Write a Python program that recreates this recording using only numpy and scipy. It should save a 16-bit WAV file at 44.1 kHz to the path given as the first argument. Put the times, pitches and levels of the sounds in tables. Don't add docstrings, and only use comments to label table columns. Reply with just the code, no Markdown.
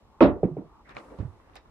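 import sys
import numpy as np
from scipy import signal
from scipy.io import wavfile

SR = 44100
rng = np.random.default_rng(int(sys.argv[2]) if len(sys.argv) > 2 else 0)


def elevation(decibels):
    levels = np.asarray(decibels, float)
    return 10 ** (levels / 20)


def output_pcm(signal):
    pcm = np.clip(np.atleast_2d(signal).T, -1, 1) * 32767
    wavfile.write(sys.argv[1], SR, np.round(pcm).astype(np.int16))


N = 74970

SIDES = np.array([[1.], [-1.]])

# (frequency [Hz], density [dB/Hz])
TONE = [(22, -5), (42, -2), (110, -14.5), (300, -17.5), (800, -22), (1500, -32), (4000, -39), (16000, -56)]
TONE_DB = -58
# (frequency [Hz], correlation [-1..1])
TONE_LIKENESS = [(60, 0.81), (240, 0.74), (950, 0.71), (3770, -0.61), (15000, -0.03)]
# (time [s], level [dB])
DUCT = [(0, -72), (.18, -61), (.6, -71), (.75, -58), (.81, -59), (.84, -76), (1.0, -58), (1.45, -68),
        (1.7, -72)]
DUCT_HZ, DUCT_WIDTH_HZ = 1000, 420

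# (time [s], level [dB])
SHUFFLE = [(.84, -78), (.865, -64.5), (.91, -51.5), (.94, -67.5), (.97, -45.5), (1.02, -62), (1.17, -65),
           (1.21, -59.5), (1.3, -73), (1.5, -69.5), (1.58, -60), (1.63, -77), (1.7, -71)]
# (frequency [Hz], density [dB/Hz])
SOLE = [(88, -14.5), (150, -3.5), (416, -4), (1160, -1.5), (1600, -5), (1840, -9.5), (2860, -20),
        (4810, -25.5), (15000, -57)]
# (frequency [Hz], correlation [-1..1])
SOLE_LIKENESS = [(200, 1), (1000, 0.17), (3000, 0.11)]
SOLE_DB, GRAINS_PER_S, GRAIN_SHARE = 4, 3500, 0.5
# (time [s], level [dB])
DRAG = [(.96, -88), (.98, -51.5), (1.05, -58.5), (1.12, -49.5), (1.15, -48), (1.19, -61), (1.25, -70)]
DRAG_LOW_HZ, DRAG_HIGH_HZ = 225, 600
# (time [s], length [s], level [dB], low edge [Hz], high edge [Hz])
SCUFFS = [(0.2059, 0.021, -30.5, 1200, 2990), (0.436, 0.073, -54.5, 1400, 2500),
          (0.573, 0.062, -66, 1360, 2440), (0.848, 0.23, -62, 1800, 2210), (0.89, 0.2, -55.5, 1510, 2500),
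          (0.993, 1, -74, 3520, 10600), (1.558, 0.068, -53, 600, 2680), (0.891, 0.016, -63.5, 2500, 7930),
          (0.949, .01, -60, 1960, 6940), (0.98, 0.046, -54, 505, 4440), (1.186, 0.052, -60.5, 600, 4370),
          (0.226, 0.05, -44.5, 2800, 4260), (0.226, 0.032, -55, 4800, 7500),
          (0.223, 0.048, -27.5, 1000, 2000), (1.555, 0.015, -55.5, 2970, 11600),
          (1.564, 0.036, -53, 1800, 5230)]
# (time [s], peak level [dB], frequency [Hz], left-right level [dB], T60 [s])
TICKS = [(0.8938, -55, 3700, 21, 0.0091), (.952, -37.5, 1000, 9, 0.0037), (0.967, -30.5, 700, -3, 0.014),
         (.9635, -51, 3360, 9, 0.006), (0.9751, -34, 516, 8, 0.016), (0.981, -46, 1160, 8, 0.008),
         (0.9885, -40, 910, -5, 0.011), (0.9676, -26, 2320, 0.5, 0.0084), (0.9676, -45.5, 4100, 22, 0.011),
         (0.972, -33, 770, 3, 0.0093), (1.1012, -58, 2290, 7, 0.031), (1.401, -43.5, 980, 1, 0.0081),
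         (1.474, -42, 837, 6.5, 0.014), (1.4983, -38.5, 1200, -6, 0.0038), (1.497, -51, 2300, -15, 0.004),
         (1.5355, -52, 2700, -4, 0.0035), (1.546, -54, 4000, -3.3, 0.005), (1.5554, -40, 4550, 8, 0.003),
         (1.5565, -41, 2280, -3, 0.005), (1.5625, -50, 3020, -2, 0.0046), (1.5645, -49, 960, -7, .01),
         (1.5705, -48, 5000, -2, 0.006), (1.5696, -46, 600, 8, .01), (1.5562, -63, 9310, 11, 0.0071),
         (1.559, -39.5, 780, -3, 0.032), (1.568, -41.5, 3700, -11, 0.01), (1.658, -46.5, 1040, -1, 0.026)]
TICK_SCRATCH_S, TICK_ROOM_DB = 0.0014, -43.5

# (frequency [Hz], density [dB/Hz])
ROOM = [(40, -12.5), (135, -6), (300, -1.5), (700, -12), (1500, -22.5), (3600, -32.5), (5500, -43),
        (8500, -76)]
# (frequency [Hz], T60 [s])
ROOM_T60 = [(60, 0.51), (160, 0.25), (420, 0.36), (1100, 0.34), (2500, 0.3), (4500, 0.38), (7500, 0.2)]
# (frequency [Hz], correlation [-1..1])
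LIKENESS = [(60, 0.071), (180, 0.28), (550, 0.92), (1650, 0), (4970, 0.64), (15000, 0)]
ROOM_DB, ROOM_RISE_S = -31, 0.0072
ROOM_SAG_DB, ROOM_SAG_HZ = 1100.5, 2780

# (time [s], level [dB], contact cutoff [Hz], room send [dB], left-right level [dB])
STRIKE = [
    (0.2062, -9.5, 4650, -2, -2),
]
BOUNCES = [
    (0.4305, -19.5, 1070, -15, -2.5),
    (0.5665, -32.5, 1170, -8, -2),
]
STEP = [
    (1.186, -25.5, 2500, -17, -5),
]
# (frequency [Hz], level [dB], T60 [s], delay [s])
BOARDS_STRIKE = [(64.6, -22, 0.31, 0.015), (208.3, -9, 0.1, 0.017), (271.1, 2, 0.17, 0.01523),
                 (313.8, 0.5, 0.2, 0.00796), (344, 2, 0.15, 0.00339), (425, -9.5, 0.035, 0.006),
                 (548.2, 0.5, .15, .001), (631.5, -1, 0.09, .017), (921, -5.5, 0.066, 0.0011),
                 (1111, -10, 0.1, 0.004), (1305, -10, 0.056, 0.0012), (584, -10.5, 0.26, 0.04),
                 (2500, -16.5, 0.036, .0005), (915, -9.5, .06, .02)]
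BOARDS_BOUNCE = [(61.2, -31.5, 0.416, 0.021), (157.6, 0.5, 0.09, 0.0031), (190.4, 4, 0.025, 0.02113),
                 (269.8, -8, 0.22, 0.0082), (419.7, 5, 0.06, 0.0008), (329, 2.5, 0.03, 0.01048),
                 (603, -0.5, 0.028, 0.00012), (752, -8.5, 0.047, 0.00049), (1200, -30, 0.11, 0.0011),
                 (360, -10.5, 0.15, 0.052), (224, -20, .06, 0.039), (156.8, -11, 0.14, .081),
                 (498, -9, 0.14, 0.01), (3800, -44.5, .006, 0.006)]
BOARDS_LAST = [(60.5, -35, 0.3, 0.017), (155, 1, 0.088, 0.0047), (184, 0, 0.056, 0.022),
               (272, -2, 0.13, 0.00974), (420, 4.5, 0.047, 0.00072), (318, 1, 0.075, 0.012),
               (607, -1.5, 0.019, 0.00012), (762, -8.5, 0.032, 0.00057), (332, -6.5, 0.051, 0.054),
               (472, -12.5, 0.064, 0.05), (156, -19, 0.093, .08), (2920, -34, .008, 0.001)]
BOARDS_STEP = [(70.7, -11.5, 0.21, 0.0091), (104.3, -0.5, 0.065, 0.012), (127.3, -4, 0.081, 0.06),
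               (265, -5.5, 0.014, 0.0124), (313, -14.5, 0.047, 0.02), (123, -15, 0.057, 0.08),
               (108, -24.5, 0.084, .142), (93, -11.5, 0.07, 0.09), (166, -9, 0.03, 0.0005),
               (530, -19.5, 0.11, 0.00049), (1000, -19, 0.015, 0.0018), (201, -9, 0.028, 0.037)]
# (frequency [Hz], difference [dB])
BOARD_PAN = [(60, -4.5), (130, -3), (290, -1.5), (640, 0.5), (1410, -1.5), (3100, -1.5), (6820, -3.0),
             (15000, -9.0)]
# (frequency [Hz], lead of the left [rad])
BOARD_LEAD = [(0, 0), (1210, -0.08), (2330, -4.5), (2930, -1.6), (3450, -5), (6370, 2), (8100, 0.0),
              (15700, 0.1)]
SWELL_CYCLES = 4.7

CLIP_TOP, CUTOFF_HZ, MIC_LOW_HZ = 0.95, 15900, 33


def rms_one(x):
    return x / np.sqrt(np.mean(x ** 2) + 1e-20)


def in_time(rows):
    s, db = np.transpose(rows)
    return elevation(np.interp(np.arange(N) / SR, s, db))


def at_hz(points, hz):
    x, y = np.transpose(points)
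    return np.interp(np.log(hz), np.log(x), y)


def drift(rate_hz):
    r = np.exp(-2 * np.pi * rate_hz / SR)
    white = rng.standard_normal(N + SR)
    return rms_one(signal.lfilter([1], [1, -2 * r, r * r], white)[SR:])


def ring(x, hz, t60):
    r = elevation(-60 / (t60 * SR))
    w = 2 * np.pi * hz / SR
    return signal.lfilter([0, np.sin(w)], [1, -2 * r * np.cos(w), r * r], x + 1e-18)


def click(s, db):
    x = np.zeros(N)
    x[int(s * SR)] = elevation(db)
    return x


def burst(s, t60):
    t = np.arange(N) / SR - s
    decay = (t >= 0) * elevation(-60 * np.maximum(t, 0) / t60)
    return decay * (rng.standard_normal((2, N)) + 0.53 * rng.standard_normal(N))


def low_pass(x, order, hz):
    return signal.sosfilt(signal.butter(order, hz, fs=SR, output="sos"), x)


def band_pass(x, order, low_hz, high_hz):
    return signal.sosfilt(signal.butter(order, [low_hz, high_hz], "band", fs=SR, output="sos"), x)


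def band(x, low_hz, high_hz):
    return band_pass(x, 3, low_hz, high_hz) * np.sqrt(SR / 2 / (high_hz - low_hz))


def bands(white, spectrum, likeness, gain, order=2):
    out = 0
    edges = 22 * 2 ** np.arange(0, 9.6, 0.5)
    for k, (low, high) in enumerate(zip(edges, edges[1:])):
        mid, side = band_pass(white[k % 2], order, low, high)
        hz = np.sqrt(low * high)
        alike = at_hz(likeness, hz)
        stereo = np.sqrt(1 + alike) * mid + np.sqrt(1 - alike) * side * SIDES
        out = out + elevation(at_hz(spectrum, hz)) * gain(hz) * stereo
    return out


def room_tone():
    def sway(hz):
        return elevation(np.interp(hz, [300, 2000], [2.5, 0.4]) * drift(8))

    white = rng.standard_normal((2, 2, N))
    return elevation(TONE_DB) * rms_one(bands(white, TONE, TONE_LIKENESS, sway))


def duct():
    white = rng.standard_normal((2, N)) + 2.4 * rng.standard_normal(N)
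    hiss = band_pass(white, 3, DUCT_HZ - DUCT_WIDTH_HZ / 2, DUCT_HZ + DUCT_WIDTH_HZ / 2)
    return in_time(DUCT) * rms_one(hiss)


def shuffle():
    shape = (2, 2, N)
    slips = rng.random(shape) < GRAINS_PER_S / SR
    heights = elevation(np.minimum(rng.exponential(1, shape), 4))
    grains = slips * heights * rng.choice([-1, 1], shape)
    white = GRAIN_SHARE * rms_one(grains) + (1 - GRAIN_SHARE) * rng.standard_normal(shape)
    rub = rms_one(bands(white, SOLE, SOLE_LIKENESS, lambda hz: elevation(2.7 * drift(28.7))))
    silent_start = (SHUFFLE[0][0] - 0.03, -100)
    return rub * elevation(SOLE_DB) * in_time([silent_start] + list(SHUFFLE))


def heel_drag():
    white = 0.5 * rng.standard_normal((2, N)) + rng.standard_normal(N)
    return in_time(DRAG) * elevation(2 * drift(18.6)) * band(white, DRAG_LOW_HZ, DRAG_HIGH_HZ)


def scuffs():
    out = 0
    for s, length, db, low_hz, high_hz in SCUFFS:
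        out = out + elevation(db) * band(burst(s, 2 * length), low_hz, high_hz)
    return out


def ticks(room):
    dry = 0
    for s, db, hz, pan_db, t60 in TICKS:
        scratch = low_pass(burst(s, TICK_SCRATCH_S), 2, min(2 * hz, 18000))
        tick = ring(scratch, hz, t60)
        dry = dry + elevation(db + pan_db / 2 * SIDES) * tick / np.abs(tick).max()
    bright_room = np.diff(room, n=2, axis=1) * 10
    return dry + elevation(TICK_ROOM_DB) * signal.fftconvolve(dry, bright_room, axes=1)[:, :N]


def room_answer():
    t = np.arange(SR // 2) / SR

    def swell_and_decay(hz):
        sag_db = ROOM_SAG_DB * (hz / ROOM_SAG_HZ) ** 2 * t ** 2
        return (1 - np.exp(-t / ROOM_RISE_S)) ** 2 * elevation(-60 * t / at_hz(ROOM_T60, hz) - sag_db)

    white = rng.standard_normal((2, 2, len(t)))
    tail = bands(white, ROOM, LIKENESS, swell_and_decay, order=4)
    return tail / np.sqrt(np.mean(tail[:, :SR // 20] ** 2))


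def floor_blows(blows, modes, room):
    out = np.zeros((2, N))
    for s, db, cut_hz, send_db, pan_db in blows:
        boards = 0
        for hz, level_db, t60, late in modes:
            force = ring(click(s + late, 0), hz, SWELL_CYCLES / hz)
            mode = ring(force, hz, t60)
            lag = int(round(at_hz(BOARD_LEAD, hz) / (2 * np.pi * hz) * SR))
            stereo = np.array([mode, np.roll(mode, lag)]) / np.abs(mode).max()
            boards = boards + elevation(db + level_db + at_hz(BOARD_PAN, hz) / 2 * SIDES) * stereo
        push = low_pass(click(s, db + send_db) + 1e-18, 4, cut_hz)
        answer = signal.fftconvolve(push[None], room, axes=1)[:, :N]
        out += elevation(pan_db / 2 * SIDES) * (boards + answer)
    return out


def scene():
    room = room_answer()
    blow_room = elevation(ROOM_DB) * room * 20
    magnet = floor_blows(STRIKE, BOARDS_STRIKE, blow_room)
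    magnet += floor_blows(BOUNCES[:1], BOARDS_BOUNCE, blow_room)
    magnet += floor_blows(BOUNCES[1:], BOARDS_LAST, blow_room)
    step = floor_blows(STEP, BOARDS_STEP, blow_room)
    shoe = shuffle() + heel_drag() + ticks(room) + step
    return room_tone() + duct() + shoe + scuffs() + magnet


def top_cut(x):
    return signal.sosfilt(signal.butter(12, 16130, fs=SR, output="sos"), x)


def record(dry):
    x = CLIP_TOP * np.tanh(dry / CLIP_TOP)
    x = signal.sosfilt(signal.cheby2(12, 70, CUTOFF_HZ * 1.05, fs=SR, output="sos"), x)
    x = signal.sosfilt(signal.butter(2, MIC_LOW_HZ, "high", fs=SR, output="sos"), x)
    return top_cut(x)


dry = scene()
out = record(dry)
output_pcm(out)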